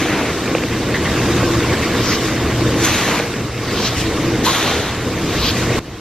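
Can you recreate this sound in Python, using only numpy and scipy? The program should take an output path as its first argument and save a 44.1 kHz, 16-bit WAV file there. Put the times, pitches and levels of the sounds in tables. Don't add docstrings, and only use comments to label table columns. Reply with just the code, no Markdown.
import sys
import numpy as np
from scipy import signal
from scipy.fft import rfft, irfft
from scipy.io import wavfile
from scipy.ndimage import uniform_filter1d

SR = 44100
rng = np.random.default_rng(int(sys.argv[2]) if len(sys.argv) > 2 else 0)


def to_wav(s):
    ch = np.atleast_2d(s).T
    pcm = np.round(np.clip(ch, -1, 1) * 32767)
    wavfile.write(sys.argv[1], SR, pcm.astype(np.int16))


N = 264864
HZ, TIMES = np.fft.rfftfreq(512, 1 / SR)[:, None], np.arange(N // 128 + 3) * 128 / SR

# t/s, trough rumble/dB, deep rumble/dB, rattle/dB
MACHINE_LEVELS = [(0.0, -24.5, -29, -26.5), (0.27, -21.5, -35, -24.5), (0.6, -24, -32.5, -25.5),
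                  (0.87, -22, -29, -25.5), (1.22, -20.5, -26, -21.5), (1.6, -21, -28, -22.5),
                  (1.99, -20, -29.5, -22.5), (2.25, -23, -33, -23.5), (2.47, -22, -25, -24),
                  (2.76, -19, -28, -23.5), (2.95, -25, -32, -22.5), (3.2, -22, -35, -24.5),
                  (3.53, -29.5, -32, -30), (3.74, -22, -32, -24), (3.88, -27, -28, -24),
                  (4.44, -19, -26, -25), (4.53, -28, -37, -25), (4.72, -20.5, -33, -23),
                  (4.91, -27.5, -30, -27), (5.15, -22.5, -28, -26), (5.35, -23.5, -23.5, -23.5),
                  (5.58, -22, -27, -23.5), (5.76, -20.5, -22.5, -22.5)]
# t/s, wall level/dB, wall f/Hz, hum level/dB
WALL_AND_HUM = [(0.0, -25, 320, -38), (0.14, -23, 325, -39), (0.33, -42, 319.6, -45), (0.53, -24, 318, -41),
                (0.77, -30, 326.7, -27), (1.05, -27.5, 343, -34), (1.4, -22.5, 343, -25),
                (1.72, -24.5, 331.2, -25.5), (1.9, -29, 326, -38), (2.03, -27, 325.3, -25),
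                (2.21, -26, 320, -35), (2.45, -23.5, 329, -25.5), (2.74, -26, 319.5, -24),
                (2.95, -25, 324.3, -30.5), (3.22, -33, 329.2, -39), (3.5, -37.5, 320.2, -29),
                (3.9, -29.5, 328.6, -29.5), (4.27, -24, 320.8, -28.5), (4.65, -34, 320.7, -34),
                (4.95, -42, 315.7, -30.5), (5.3, -26.5, 317, -33), (5.55, -37, 324.3, -28),
                (5.78, -22.5, 325.4, -26.5)]
# f/Hz, relative level per Hz/dB
RUMBLE_COLOUR = [(12, -46), (20, -8), (38, -5.5), (70, 2.5), (90, 3), (108, -0.5), (126, 0), (146, -5),
                 (259, -5.5), (327, -5), (387, -8), (481, -6), (544, -13.5), (800, -23), (1040, -59),
                 (1760, -120)]
# f/Hz, relative level per Hz/dB
RATTLE_COLOUR = [(300, -9), (600, -1.5), (900, -2.5), (1150, -2.5), (1500, -2), (2100, -2.5), (3000, -6.5),
                 (3700, -10), (4500, -8.5), (6500, -11), (10000, -17.5), (12500, -20), (15000, -31.5)]
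# f/Hz, width/Hz, boost/dB
SHIELD_RINGS = [(1091, 57, 7), (3700, 200, 4.5), (8000, 170, 1.5)]
# start/s, attack/s, length/s, level/dB, bite/dB, sag/dB, hiss f at the bite/Hz,
# hiss f when full/Hz, hiss/dB, brightness/(dB per octave), its change over the stroke/(dB per octave)
SCRAPE_STROKES = [(-.1, 0.022, 0.4, -21, 4, -3.5, 2450, 2260, 4, -0.5, -5),
                  (2.764, 0.081, 0.42, -19, 5.5, -2.5, 6600, 2120, 3, 1.5, -3),
                  (4.43, 0.022, 0.53, -19, 3, -10, 3730, 3700, 4.5, 2, -6)]
# f/Hz, relative level per Hz/dB
BLADE_COLOUR = [(300, -18), (600, 0.5), (1000, -2), (1500, -1), (2200, -1.5), (3000, -3), (4000, -3),
                (5000, -9.5), (6500, -3.5), (8000, -13.5), (10000, -8.5), (12500, -13.5), (15000, -34)]
# t/s, level/dB, extra level of the modes above 1000 Hz/dB
KNOCK_TIMES = [(.477, -20, 12), (0.5497, -2, 0), (.5825, -13.5, 7.5), (.6365, -16.5, 9.5), (1.430, -6, -4),
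               (2.884, -13, -5), (3.087, -9.5, 1.5), (3.198, -5.5, 0), (4.428, -13, -7), (5.703, -9, -8)]
# f/Hz, level/dB, time to fall 60 dB/s
KNOCK_RINGS = [(501, 1.5, 0.029), (682, -7.5, 0.025), (856, -9, 0.023), (1230, -1.5, 0.0063),
               (2328.4, -4.5, 0.0095), (2710, -3.5, 0.0076), (3350, -17, 0.0041)]
# t/s, level at the peak/dB, f/Hz, length/s (heard for three of these), width/Hz
STEEL_RUBS = [(0.939, -18.5, 1880, 0.034, 300), (0.999, -31, 1103, .025, 150),
              (1.047, -23, 1934, 0.045, 594), (1.08, -33, 3700, 0.039, 200), (1.165, -24, 1140, 0.019, 200),
              (1.286, -26, 1130, .025, 170), (1.29, -33, 3747, 0.11, 260), (1.365, -24, 1420, 0.04, 250),
              (1.485, -30, 1140, 0.032, 199.9), (1.538, -25, 1160, 0.026, 200),
              (1.691, -26, 2170, 0.026, 261), (1.724, -20.5, 1860, 0.027, 400),
              (1.815, -22, 2120, 0.051, 450), (1.86, -27, 1114, 0.022, 169.6),
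              (1.967, -31, 3810, 0.038, 260), (2.026, -28, 1177, 0.031, 200),
              (2.108, -23, 1950, 0.047, 504), (2.495, -29, 1806, 0.03, 260), (2.838, -31, 2120, 0.02, 300),
              (2.861, -21, 1320, 0.03, 299.3), (3.1, -23.5, 1300, 0.027, 300),
              (3.126, -19.5, 945, 0.032, 170), (4.459, -15.5, 1036, 0.049, 190),
              (4.551, -23, 1070, 0.053, 190), (4.665, -24, 1110, .032, 200)]
# peak t/s, rush level/dB, hiss f/Hz, hiss width/octaves,
# hold/s, trickle lead/s, trickle level/dB, trickle f/Hz, landing delay/s, landing level/dB, landing spread/s,
# change of the wide spray above 9000 Hz/dB
KERNEL_THROWS = [(2.08, -23, 5290, 0.31, 0.074, 0.1, -29, 3600, 0.17, -27, 0.064, -0.5),
                 (3.857, -21, 5000, 0.42, 0.018, 0.083, -25, 3700, 0.14, -23.5, .04, -3),
                 (5.447, -19, 3950, 0.38, 0.053, 0.14, -30.5, 3480, 0.15, -27, 0.055, -1)]
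# f/Hz, relative level per Hz/dB
SPRAY_COLOUR = [(1000, -41), (2400, -1), (6500, -11), (8000, -20), (10000, -50), (12500, -6.5),
                (15000, -26)]
# f/Hz, level heard in opposition over level heard alike/dB
PORT_OPPOSITION = [(40, -52), (80, -52), (125, -50), (250, -26), (500, -21), (1000, -15), (2700, -15),
                   (3500, -7.5), (4500, -3), (6000, 1), (7500, 4), (8500, 7), (9700, 26), (10500, 21.5),
                   (11500, 5.5), (13000, 3)]
# f/Hz, likeness/(0-1), shift/radians
AUGER_LIKENESS = [(150, 0.1, -3), (304, 1, -6), (600, 0.4, 2.5), (850, .1, -1), (1100, 0.8, -2.5),
                  (2200, 0.4, -1.5), (3500, 0.03, -2.5)]
SHOVEL_LIKENESS = [(300, .4, -1), (1000, 0.69, .3), (2200, .1, 1.4), (4000, .6, 1.3), (5500, 0.62, 1.1),
                   (7000, .6, 1.4), (10000, .3, 1.5), (12500, .1, 1.5)]
# t when it is complete/s, change of level/dB
LEVEL_DROP = (5.795, -14)

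TURNS_HZ = 8.2
THROB_HZ = 10
TROUGH_THROB_DB, WALL_THROB_DB = 1.0, 0.5
WALL_WIDTH_HZ = 58
HUM_HZ = 119.4
HUM_WAVER_DB, HUM_WAVER_RAD = 1.6, 0.39
BITE_S = 0.0092
FILL_AT, FILL_SPAN = 0.35, 0.17
RELEASE_DB_PER_S, SCRAPE_HISS_OCT = 195, 0.43
SQUEAK_SHARE = 0.45
OCTAVE_DB = -11.5
TRICKLE_OCT, LANDING_OCT, LANDING_HZ = 0.57, 1, 4130
START_DB_PER_S = 142
SWELL_DB_PER_S, CUT_DB_PER_S = 224, 550
LINGER_DB_PER_S = 150
EDGE_HZ = 15090


def amp(db):
    return 10 ** (np.asarray(db) / 20)


def evened(x):
    return x / np.sqrt(np.mean(x ** 2) + 1e-20)


def read(points, hz):
    f, value = np.transpose(points)
    return np.interp(np.log(hz + 1), np.log(f + 1), value)


def band(x, hz, width):
    return signal.lfilter(*signal.iirpeak(hz, hz / width, SR), x)


def hump(centre_hz, octaves):
    distance = np.log2((HZ + 1) / centre_hz)
    return np.exp(-abs(distance / octaves) ** 3)


def kernels(per_s, spread_db, wash):
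    hits = rng.random((2, N)) < per_s / SR
    size = amp(spread_db * np.minimum(rng.exponential(1, (2, N)), 5)) * hits
    clicks = evened(size * rng.choice([-1., 1.], (2, N)))
    return np.sqrt(1 - wash) * clicks + np.sqrt(wash) * rng.standard_normal((2, N))


def coloured(x, colour_db, level_db, patchy_db, fine_db):
    wide, fine = rng.standard_normal((len(TIMES), len(HZ), 2)).T
    wide = evened(uniform_filter1d(uniform_filter1d(wide, size=9, axis=0), size=12, axis=1))
    fine = evened(uniform_filter1d(uniform_filter1d(fine, size=2, axis=0), size=8, axis=1))
    colour = amp(colour_db) * np.ones(wide.shape)
    colour /= np.sqrt(np.mean(colour ** 2, axis=0))
    gain = colour * amp(level_db + patchy_db * wide + fine_db * fine)
    z = signal.stft(x, nperseg=512, noverlap=384)[2]
    return signal.istft(z * gain[:, :z.shape[2]], nperseg=512, noverlap=384)[1][:, :N]


def turning(t):
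    drift = sum(np.sin(2 * np.pi * (f * t + rng.random())) / f for f in np.geomspace(.3, 3, 8))
    return np.sin(2 * np.pi * TURNS_HZ * t + evened(drift))


def throb(t):
    rates = np.geomspace(2.5, THROB_HZ, num=20)
    return evened(sum(np.sin(2 * np.pi * (f * t + rng.random())) / np.sqrt(f) for f in rates))


def wall(hz):
    r = np.exp(-np.pi * WALL_WIDTH_HZ / SR)
    re, im = signal.lfilter([1], np.convolve([1, -r], [1, -r]), rng.standard_normal((2, 2, N)))
    carrier = np.exp(2j * np.pi * np.cumsum(hz) / SR)
    return evened(((re + 1j * im) * carrier).real)


def motor_hum(t):
    at, _, _, hum_db = np.transpose(WALL_AND_HUM)
    waver_db = np.interp(t, TIMES, HUM_WAVER_DB * throb(TIMES))
    waver_rad = np.interp(t, TIMES, HUM_WAVER_RAD * throb(TIMES))
    hum = np.sqrt(2) * np.sin(2 * np.pi * HUM_HZ * t + waver_rad)
    return amp(np.interp(t, at, hum_db) + waver_db) * hum


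def wall_ring(t):
    at, wall_db, wall_hz, _ = np.transpose(WALL_AND_HUM)
    level_db = np.interp(t, at, wall_db) + np.interp(t, TIMES, WALL_THROB_DB * throb(TIMES))
    return wall(np.interp(t, at, wall_hz)) * amp(level_db)


def rumble(t, beat):
    s, trough_db, deep_db, _ = np.transpose(MACHINE_LEVELS)
    hz = np.fft.rfftfreq(N, 1 / SR)
    z = rfft(rng.standard_normal((2, N))) * amp(read(RUMBLE_COLOUR, hz))
    lows = 1 / (1 + (hz / 170) ** 6)
    deep = evened(irfft(z * np.sqrt(lows), N))
    trough = evened(irfft(z * np.sqrt(1 - lows), N))
    swing_db = np.interp(t, TIMES, 0.41 * beat + TROUGH_THROB_DB * throb(TIMES))
    return deep * amp(np.interp(t, s, deep_db)) + trough * amp(np.interp(t, s, trough_db) + swing_db)


def rattle(beat):
    s, _, _, rattle_db = np.transpose(MACHINE_LEVELS)
    rings_db = sum(db * np.exp(-((HZ - f) / width) ** 2) for f, width, db in SHIELD_RINGS)
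    colour_db = read(RATTLE_COLOUR, HZ) + rings_db
    level_db = np.interp(TIMES, s, rattle_db) + 0.14 * beat
    return coloured(kernels(5000, 2.2, 0.55), colour_db, level_db, patchy_db=1.37, fine_db=1.5)


def auger():
    t, beat = np.arange(N) / SR, turning(TIMES)
    return motor_hum(t) + wall_ring(t) + rumble(t, beat) + rattle(beat)


def strokes():
    columns = np.array(SCRAPE_STROKES).T[:, :, None]
    start, attack, length, db, bite_db, sag_db, bite_hz, full_hz, hiss_db, tilt_db, dull_db = columns
    s = TIMES - start
    done = np.clip(s / length, 0, 1)
    bite = np.exp(-((s - attack - BITE_S / 2) / BITE_S) ** 2)
    level_db = db + bite_db * bite + sag_db * done ** 2
    level_db += 20 * np.log10(np.clip(s / attack, 1e-6, 1))
    level_db -= RELEASE_DB_PER_S * np.maximum(s - length, 0)
    now, frame = level_db.argmax(axis=0), np.arange(len(TIMES))
    filled = (1 / (1 + np.exp((FILL_AT - done) / FILL_SPAN)))[now, frame]
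    bite_hiss = hump(bite_hz[now, 0], SCRAPE_HISS_OCT)
    full_hiss = hump(full_hz[now, 0], SCRAPE_HISS_OCT)
    hiss = (1 - filled) * bite_hiss + filled * full_hiss
    return level_db[now, frame], hiss_db[now, 0] * hiss, (tilt_db + dull_db * done)[now, frame]


def scrapes():
    level_db, hiss_db, tilt_db = strokes()
    octaves = np.log2(np.clip(HZ, 700, 13000) / 2000)
    colour_db = read(BLADE_COLOUR, HZ) + tilt_db * octaves + hiss_db
    return coloured(kernels(4000, 3.5, 0.73), colour_db, level_db, patchy_db=1.24, fine_db=2.14)


def knocks():
    out, t = np.zeros(N), np.arange(1500) / SR
    for s, db, bright_db in KNOCK_TIMES:
        for k, (hz, mode_db, t60) in enumerate(KNOCK_RINGS):
            level_db = db + mode_db + (hz > 1000) * bright_db - 60 * t / t60
            swell = 1 - np.exp(-t * hz * 0.93)
            ring = amp(level_db) * np.sin(2 * np.pi * hz * t) * swell
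            out[round(s * SR):][:len(t)] += (-1) ** k * ring
    return np.array([out, -out])


def rubs():
    out = np.zeros((2, N))
    for s, db, hz, length, width in STEEL_RUBS:
        u = np.arange(round(3 * length * SR)) / (length * SR)
        noise, slip = rng.standard_normal((2, 2, len(u)))
        waver = evened(uniform_filter1d(slip, size=100))
        phase = 2 * np.pi * np.cumsum(hz + width / 2 * waver, axis=1) / SR
        squeak = np.sqrt(2) * (np.sin(phase) + amp(OCTAVE_DB) * np.sin(2 * phase))
        puff = evened(band(noise, hz, width))
        mix = np.sqrt(SQUEAK_SHARE) * squeak + np.sqrt(1 - SQUEAK_SHARE) * puff
        rise_and_fall = 3 * u * np.exp(1 - 3 * u)
        out[:, round(s * SR):][:, :len(u)] += amp(db) * mix * rise_and_fall
    return out


def throw_power():
    power = 1e-12
    for (peak, db, hz, octaves, hold, lead, trickle_db, trickle_hz,
         after, landing_db, lasts, fizz_db) in KERNEL_THROWS:
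        spray = amp(read(SPRAY_COLOUR, HZ) + fizz_db * (HZ > 9000)) ** 2
        early, late = np.maximum(peak - TIMES, 0), np.maximum(TIMES - peak - hold, 0)
        trickle = hump(trickle_hz, TRICKLE_OCT) + spray
        trickle_db = trickle_db - START_DB_PER_S * np.maximum(early - lead, 0) - LINGER_DB_PER_S * late
        rush = hump(hz, octaves) + amp(-4) ** 2 * spray
        rush_db = db - SWELL_DB_PER_S * early - CUT_DB_PER_S * late
        landing = hump(LANDING_HZ, LANDING_OCT) + spray
        landing_gain = amp(landing_db) * np.exp(-((TIMES - peak - after) / lasts) ** 2)
        parts = [(trickle, amp(trickle_db)), (rush, amp(rush_db)), (landing, landing_gain)]
        power = power + sum(colour / colour.mean() * gain ** 2 for colour, gain in parts)
    return power


def throws():
    power = throw_power()
    colour_db, level_db = 10 * np.log10(power), 10 * np.log10(power.mean(axis=0))
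    return coloured(kernels(6000, 3.0, 0.27), colour_db, level_db, patchy_db=1.0, fine_db=1.0)


def ports(pair, side, opposed_db):
    (direct, scatter), hz, side = rfft(pair), np.fft.rfftfreq(N, 1 / SR), np.array(side)
    ratio = amp(read(PORT_OPPOSITION, hz))
    likeness = np.clip(read(side[:, :2], hz), 0, 1)
    shifted = likeness * np.exp(1j * read(side[:, ::2], hz)) * direct
    opposed = amp(opposed_db) * ratio * (shifted + np.sqrt(1 - likeness ** 2) * scatter)
    alike, opposed = irfft([direct, opposed] / np.sqrt(1 + ratio ** 2), N)
    return np.array([alike + opposed, alike - opposed])


def scene():
    machine = ports(auger() + rubs(), AUGER_LIKENESS, -0.2)
    shovel = ports(scrapes() + knocks() + throws(), SHOVEL_LIKENESS, 0.13)
    return machine + shovel


def record(dry):
    drop_s, drop_db = LEVEL_DROP
    fall = np.clip((np.arange(N) / SR - drop_s) / 0.0039 + 1, 0, 1)
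    low_pass = signal.firwin(1023, EDGE_HZ, window=("kaiser", 9), fs=SR)
    return signal.oaconvolve(dry * amp(drop_db * fall), low_pass[None], "same")


dry = scene()
out = record(dry)
to_wav(out)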